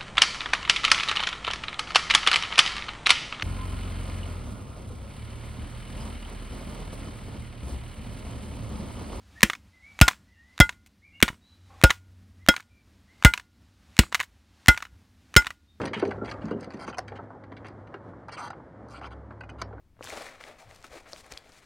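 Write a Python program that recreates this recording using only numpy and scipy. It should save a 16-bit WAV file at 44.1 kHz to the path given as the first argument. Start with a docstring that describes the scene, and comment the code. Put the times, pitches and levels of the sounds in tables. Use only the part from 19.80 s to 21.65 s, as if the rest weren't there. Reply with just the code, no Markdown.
"""Close, dry rubbing and rustling: two hands turn a padded glove in a quiet furnished room.
In each stroke the skin catches and slips on the cover: the hollow padding murmurs, the cover rasps,
the weave hisses, and the harder scuffs make the padding groan. Fingers pat the padding and ring its
damped shell, creases tick as they snap over, and the glove bumps softly as it is shifted."""
import sys
import numpy as np
from scipy import signal
from scipy.fft import rfft, irfft
from scipy.io import wavfile

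SR = 44100
rng = np.random.default_rng(int(sys.argv[2]) if len(sys.argv) > 2 else 0)


def bounce(signal):
    """Save signal as a 16-bit WAV file at the path given by the first command-line argument."""
    frames = np.transpose(np.atleast_2d(signal))
    limited = np.clip(frames, -1, 1)
    pcm = np.round(limited * 32767).astype(np.int16)
    wavfile.write(sys.argv[1], SR, pcm)


N = 81585


def undb(db):
    """Decibels to gain."""
    return 10 ** (np.asarray(db) / 20)


def unit(x):
    """Scale to rms 1."""
    return x / np.sqrt(np.mean(x ** 2))


def colour(x, outline):
    """Minimum-phase EQ through points of f/Hz, level/dB."""
    hz, db = np.array(outline, float).T
    size = 4096
    freqs = np.maximum(np.arange(size // 2 + 1) * SR / size, 1)
    gain = undb(np.interp(np.log(freqs), np.log(hz), db))
    cepstrum = irfft(np.log(gain))
    cepstrum[1:size // 2] *= 2
    cepstrum[size // 2 + 1:] = 0
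    impulse = irfft(np.exp(rfft(cepstrum)))
    return signal.fftconvolve(x, impulse)[:N]


def resonate(x, hz, width):
    """One resonance; width is a share of its frequency, held within 0.05 to 1.5."""
    q = 1 / np.clip(width, .05, 1.5)
    return signal.lfilter(*signal.iirpeak(hz, q, fs=SR), x)


def wander(per_s):
    """Random drift with rms 1, gliding between per_s points a second."""
    knots = rng.standard_normal(4096)
    return unit(np.interp(np.arange(N) / SR * per_s, np.arange(len(knots)), knots))


def fade(t, t60):
    """Exponential decay by 60 dB in t60 seconds."""
    return np.exp(-np.log(1000) * t / t60)


def swell(x, envelope):
    """Shape a sound so that its rms is about 1 at the top of the envelope."""
    shaped = x * envelope
    return shaped * np.sqrt(np.sum(envelope ** 2) / np.sum(shaped ** 2))


def add(out, start, x):
    """Mix a short sound in at start seconds."""
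    i = int(start * SR)
    out[i:i + len(x)] += x[:N - i]


def pressure(t, full_at, attack, hold, release):
    """The hand presses, holds and lets go; attack and release each span 20 dB."""
    rise = np.maximum(full_at - t, 0) / attack
    fall = np.maximum(t - full_at - hold, 0) / release
    return undb(-20 * (rise + fall))


def stick_slip(per_s, spread_db):
    """Friction grain: tiny catches of uneven size over even sliding."""
    caught = rng.random(N) < per_s / SR
    size = undb(spread_db * np.minimum(rng.exponential(size=N), 5))
    catches = unit(caught * size * rng.choice([-1, 1], N))
    sliding = 0.55 * rng.standard_normal(N)
    return unit(catches + sliding)


def room_tone():
    """The still room: a faint, dark bed of noise."""
    # spectrum of the room's air: f/Hz, level/dB
    air_eq = [(20, -2), (45, -1.5), (90, -5), (160, -11.5), (290, -12), (400, -23), (1000, -29),
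              (3000, -37.5), (8000, -43.5), (16000, -46)]
    return undb(-62) * unit(colour(rng.standard_normal(N), air_eq))


def finger_pats(t):
    """A fingertip's soft push rings the damped shell, higher where it is stretched."""
    # fingers landing: t/s, peak level/dB, contact time/s, shell tension as a pitch factor
    landings = [(0.168, -51, 0.00032, 1.3), (0.1922, -42.5, 0.00042, 0.93), (0.2093, -27.5, 0.00072, 1.04),
                (0.2415, -34.5, 0.0002, 1.59), (0.3257, -40.5, 0.002, 0.87), (0.374, -28.5, 0.00087, 1.17),
                (1.3323, -31.5, 0.00058, 1.13), (1.5205, -35.5, 0.00089, 0.93)]
    # modes of the padded shell: f/Hz, level/dB, t60/s
    shell_modes = [(302, -11.5, 0.04), (503, -1.5, 0.029), (765, -0.5, 0.0049), (1110, 0, 0.0069)]
    out, age = np.zeros(N), t[:4096]
    for start, db, contact, tension in landings:
        ring = sum(undb(mode_db) * np.cos(2 * np.pi * hz * tension * age) * fade(age, t60)
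                   for hz, mode_db, t60 in shell_modes)
        push = np.sin(np.pi * np.minimum(age / contact, 1)) ** 2
        pat = signal.fftconvolve(push, ring)[:len(age)]
        add(out, start, -undb(db) * pat / np.abs(pat).max())
    return out


def rubbing(t):
    """Sliding skin drives the padding's murmur, the cover's rasp and the weave's hiss."""
    # hand strokes: t/s at full pressure, attack/s, hold/s, release/s, murmur/dB, rasp/dB, hiss/dB
    strokes = [(0.241, 0.029, 0.021, 0.085, -63, -54.5, -48.5),
               (0.29, 0.029, 0.013, 0.065, -49, -49, -46.5), (0.316, 0.027, 0.022, 0.042, -44.5, -44, -49),
               (0.365, 0.046, 0.02, 0.098, -47, -46, -47), (0.41, 0.013, 0.072, 0.066, -50, -49.5, -53),
               (0.5, .03, 0.043, 0.099, -57.5, -53, -62), (0.607, 0.025, 0.047, 0.067, -56, -54, -57.5),
               (0.676, 0.044, .035, 0.081, -51.5, -53, -61), (0.793, 0.035, 0.015, 0.073, -58, -59.5, -59),
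               (0.817, .015, 0.0094, 0.05, -59, -62, -65),
               (0.904, 0.071, 0.0094, 0.037, -53.5, -56.5, -60.5),
               (0.931, 0.053, 0.028, 0.13, -64, -62.5, -61), (1.043, .006, 0.0093, 0.0055, -54.5, -50, -54),
               (1.044, 0.08, 0.024, 0.063, -63.5, -62, -59.5),
               (1.136, 0.059, 0.032, 0.093, -51, -52, -54.5), (1.259, 0.0069, 0.013, 0.12, -57, -56, -68),
               (1.291, 0.028, 0.057, 0.1, -65.5, -60.5, -57), (1.385, 0.055, 0.02, 0.031, -70, -69, -52),
               (1.441, 0.014, 0.029, 0.029, -59.5, -58, -62), (1.505, 0.031, 0.052, 0.12, -55, -57.5, -59),
               (1.520, 0.019, 0.0035, 0.0049, -54, -45.5, -46.5),
               (1.665, 0.058, 0.038, 0.053, -62, -62.5, -67.5),
               (1.756, 0.14, 0.036, 0.032, -74, -63.5, -59.5), (1.825, 0.035, .02, .1, -67.5, -61.5, -63)]
    # tone of the hollow padding, the cover and the weave: f/Hz, level/dB
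    murmur_eq = [(100, -32.5), (210, -16), (305, -5), (385, -7.5), (520, -0.5), (780, -2), (1000, -12.5),
                 (1600, -27.5), (5000, -40.5)]
    rasp_eq = [(250, -21), (700, -8), (1100, 1), (1600, -0.5), (2300, 0), (2900, -9), (4200, -11),
               (8000, -40.5), (16000, -56)]
    hiss_eq = [(700, 1), (2200, -1), (4000, 0.5), (6500, -1), (9000, -4), (10500, -9.5), (12500, -14.5),
               (16000, -18)]
    slips_per_s, grip_db = (1300, 1900, 4200), (-70, -68.5, -81.5)  # murmur, rasp, hiss
    grip = pressure(t, full_at=.2, attack=.06, hold=t[-1], release=1)  # the holding hand never rests
    out = np.zeros(N)
    for layer, eq in enumerate((murmur_eq, rasp_eq, hiss_eq)):
        power = (grip * undb(grip_db[layer])) ** 2
        for full_at, attack, hold, release, *layer_db in strokes:
            power += (pressure(t, full_at, attack, hold, release) * undb(layer_db[layer])) ** 2
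        grain = stick_slip(slips_per_s[layer], spread_db=2.5)
        out += np.sqrt(power) * unit(colour(grain, eq))
    judder_db = 1.5 * wander(per_s=170)  # all three layers judder together
    return out * unit(undb(judder_db))


def soft_bumps(t):
    """The glove's bulk gives short swells of low rumble as it is shifted."""
    # shifts of the glove: t/s at the crest, Gaussian half-width/s, f/Hz, level/dB
    shifts = [(0.209, .02, 112, -58), (0.255, 0.013, 74.4, -58), (0.364, 0.026, 64.6, -59.5),
              (0.886, 0.021, 104.5, -53.5), (0.903, 0.0071, 58.4, -50), (1.124, 0.0089, 61, -55),
              (1.329, 0.0067, 135, -59), (1.433, 0.009, 65, -59), (1.515, 0.0058, 128, -52.5),
              (1.542, 0.011, 49.6, -48.5)]
    out, width = np.zeros(N), 0.41
    for crest, half_width, hz, db in shifts:
        rumble = resonate(resonate(rng.standard_normal(N), hz, width), hz, width)
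        envelope = np.exp(-.5 * ((t - crest) / half_width) ** 2)
        out += undb(db) * swell(rumble, envelope)
    return out


def crease_ticks(t):
    """A fold snaps over with a brief crunch of fibres."""
    # snapping folds: t/s, peak level/dB, f/Hz, bandwidth as a share of f, crunch t60/s
    folds = [(0.2269, -33, 2700, 0.47, 0.003), (0.2427, -29, 7550, 0.86, .004),
             (0.2499, -35.5, 1080, 0.43, 0.002), (0.2494, -34, 5500, 0.87, .003),
             (0.2659, -33, 3650, 0.32, .002), (0.2732, -28.5, 1500, 1.04, 0.009),
             (0.298, -29, 7100, 0.58, .005), (0.3028, -29.5, 2240, 0.17, 0.0038),
             (0.3395, -30.5, 5000, 0.58, .003), (0.3735, -27.5, 2370, 1.2, 0.0014),
             (0.4666, -33.5, 1900, 0.23, 0.0015), (0.4875, -36.5, 2000, 0.17, 0.0018),
             (0.6103, -36.5, 1570, 0.44, 0.0064), (0.6391, -30, 2200, 0.37, 0.0032),
             (0.7955, -50, 5000, .9, .002), (0.9115, -40.5, 2100, 0.67, .002),
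             (0.9486, -41, 7500, .9, .002), (0.9612, -40, 5400, 0.87, 0.0047),
             (1.0272, -39, 4450, 2, 0.0018), (1.043, -35.5, 1300, 0.31, 0.0068),
             (1.0672, -39.5, 5050, .9, .003), (1.3227, -35, 5000, 0.53, 0.006),
             (1.3325, -27.5, 4300, 0.2, 0.0014), (1.3326, -31.5, 5650, 0.3, .003),
             (1.3625, -35.5, 2120, 0.56, .003), (1.4442, -40.5, 1950, .7, 0.0043),
             (1.4641, -43, 7460, .8, .003), (1.5226, -27, 6000, 0.49, 0.0028),
             (1.5376, -33.5, 3940, 0.58, 0.0026), (1.5733, -32.5, 2060, 0.43, 0.0013),
             (1.5743, -33.5, 3300, 0.14, 0.0012), (1.5759, -26.5, 4100, 0.29, 0.0017),
             (1.587, -46, 9400, 0.67, .002), (1.721, -43, 4800, 0.34, 0.0018)]
    out, age = np.zeros(N), t[:1024]
    for start, db, hz, width, t60 in folds:
        crunch = 0.43 * rng.standard_normal(len(age)) * fade(age, t60)
        crunch[0] += 2  # the snap itself
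        ring = resonate(crunch, hz, width)
        tick = resonate(ring, hz, 3.4 * width)  # trims the skirts of the ring
        add(out, start, undb(db) * tick / np.abs(tick).max())
    return out


def scuff_groans(t):
    """Dragging skin catches slowly and rings one broad resonance of the padding."""
    # hard scuffs: t/s at full pressure, hold/s, level/dB, f/Hz
    drags = [(0.329, 0.0076, -46, 522), (0.34, 0.057, -55, 311), (0.362, 0.01, -49, 830),
             (0.408, .015, -47, 547), (0.693, 0.027, -58, 610), (0.819, 0.0086, -53.5, 740),
             (1.141, 0.022, -49.5, 544), (1.152, 0.021, -49.5, 343), (1.337, .002, -47.5, 650)]
    out, width = np.zeros(N), 0.34
    for full_at, hold, db, hz in drags:
        grain = stick_slip(per_s=460, spread_db=1)
        groan = resonate(resonate(grain, hz, width), hz, width)
        envelope = pressure(t, full_at, attack=0.013, hold=hold, release=0.018)
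        out += undb(db) * swell(groan, envelope)
    return out


def room_reverb(x, t):
    """The short, dull reflections of a furnished room."""
    wet_db, predelay_s, damping_hz = -19.5, 0.00362, 3600
    tail = rng.standard_normal(N) * fade(t, t60=0.33) * (t > predelay_s)
    tail = signal.lfilter(*signal.butter(1, damping_hz, fs=SR), tail)
    tail /= np.sqrt(np.sum(tail ** 2))
    return undb(wet_db) * signal.fftconvolve(x, tail)[:N]


def scene():
    """The glove and the still room in one mono mix, panned slightly left."""
    t = np.arange(N) / SR
    glove = rubbing(t) + scuff_groans(t) + crease_ticks(t) + finger_pats(t) + soft_bumps(t)
    mix = room_tone() + glove + room_reverb(glove, t)
    pan_db = [[1.5], [-1.5]]  # left, right
    return mix * undb(pan_db)


def record(dry):
    """A steep high cut at 16 kHz."""
    return signal.sosfilt(signal.ellip(10, .1, 70, 16000, fs=SR, output="sos"), dry)


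dry = scene()
out = record(dry)
bounce(out)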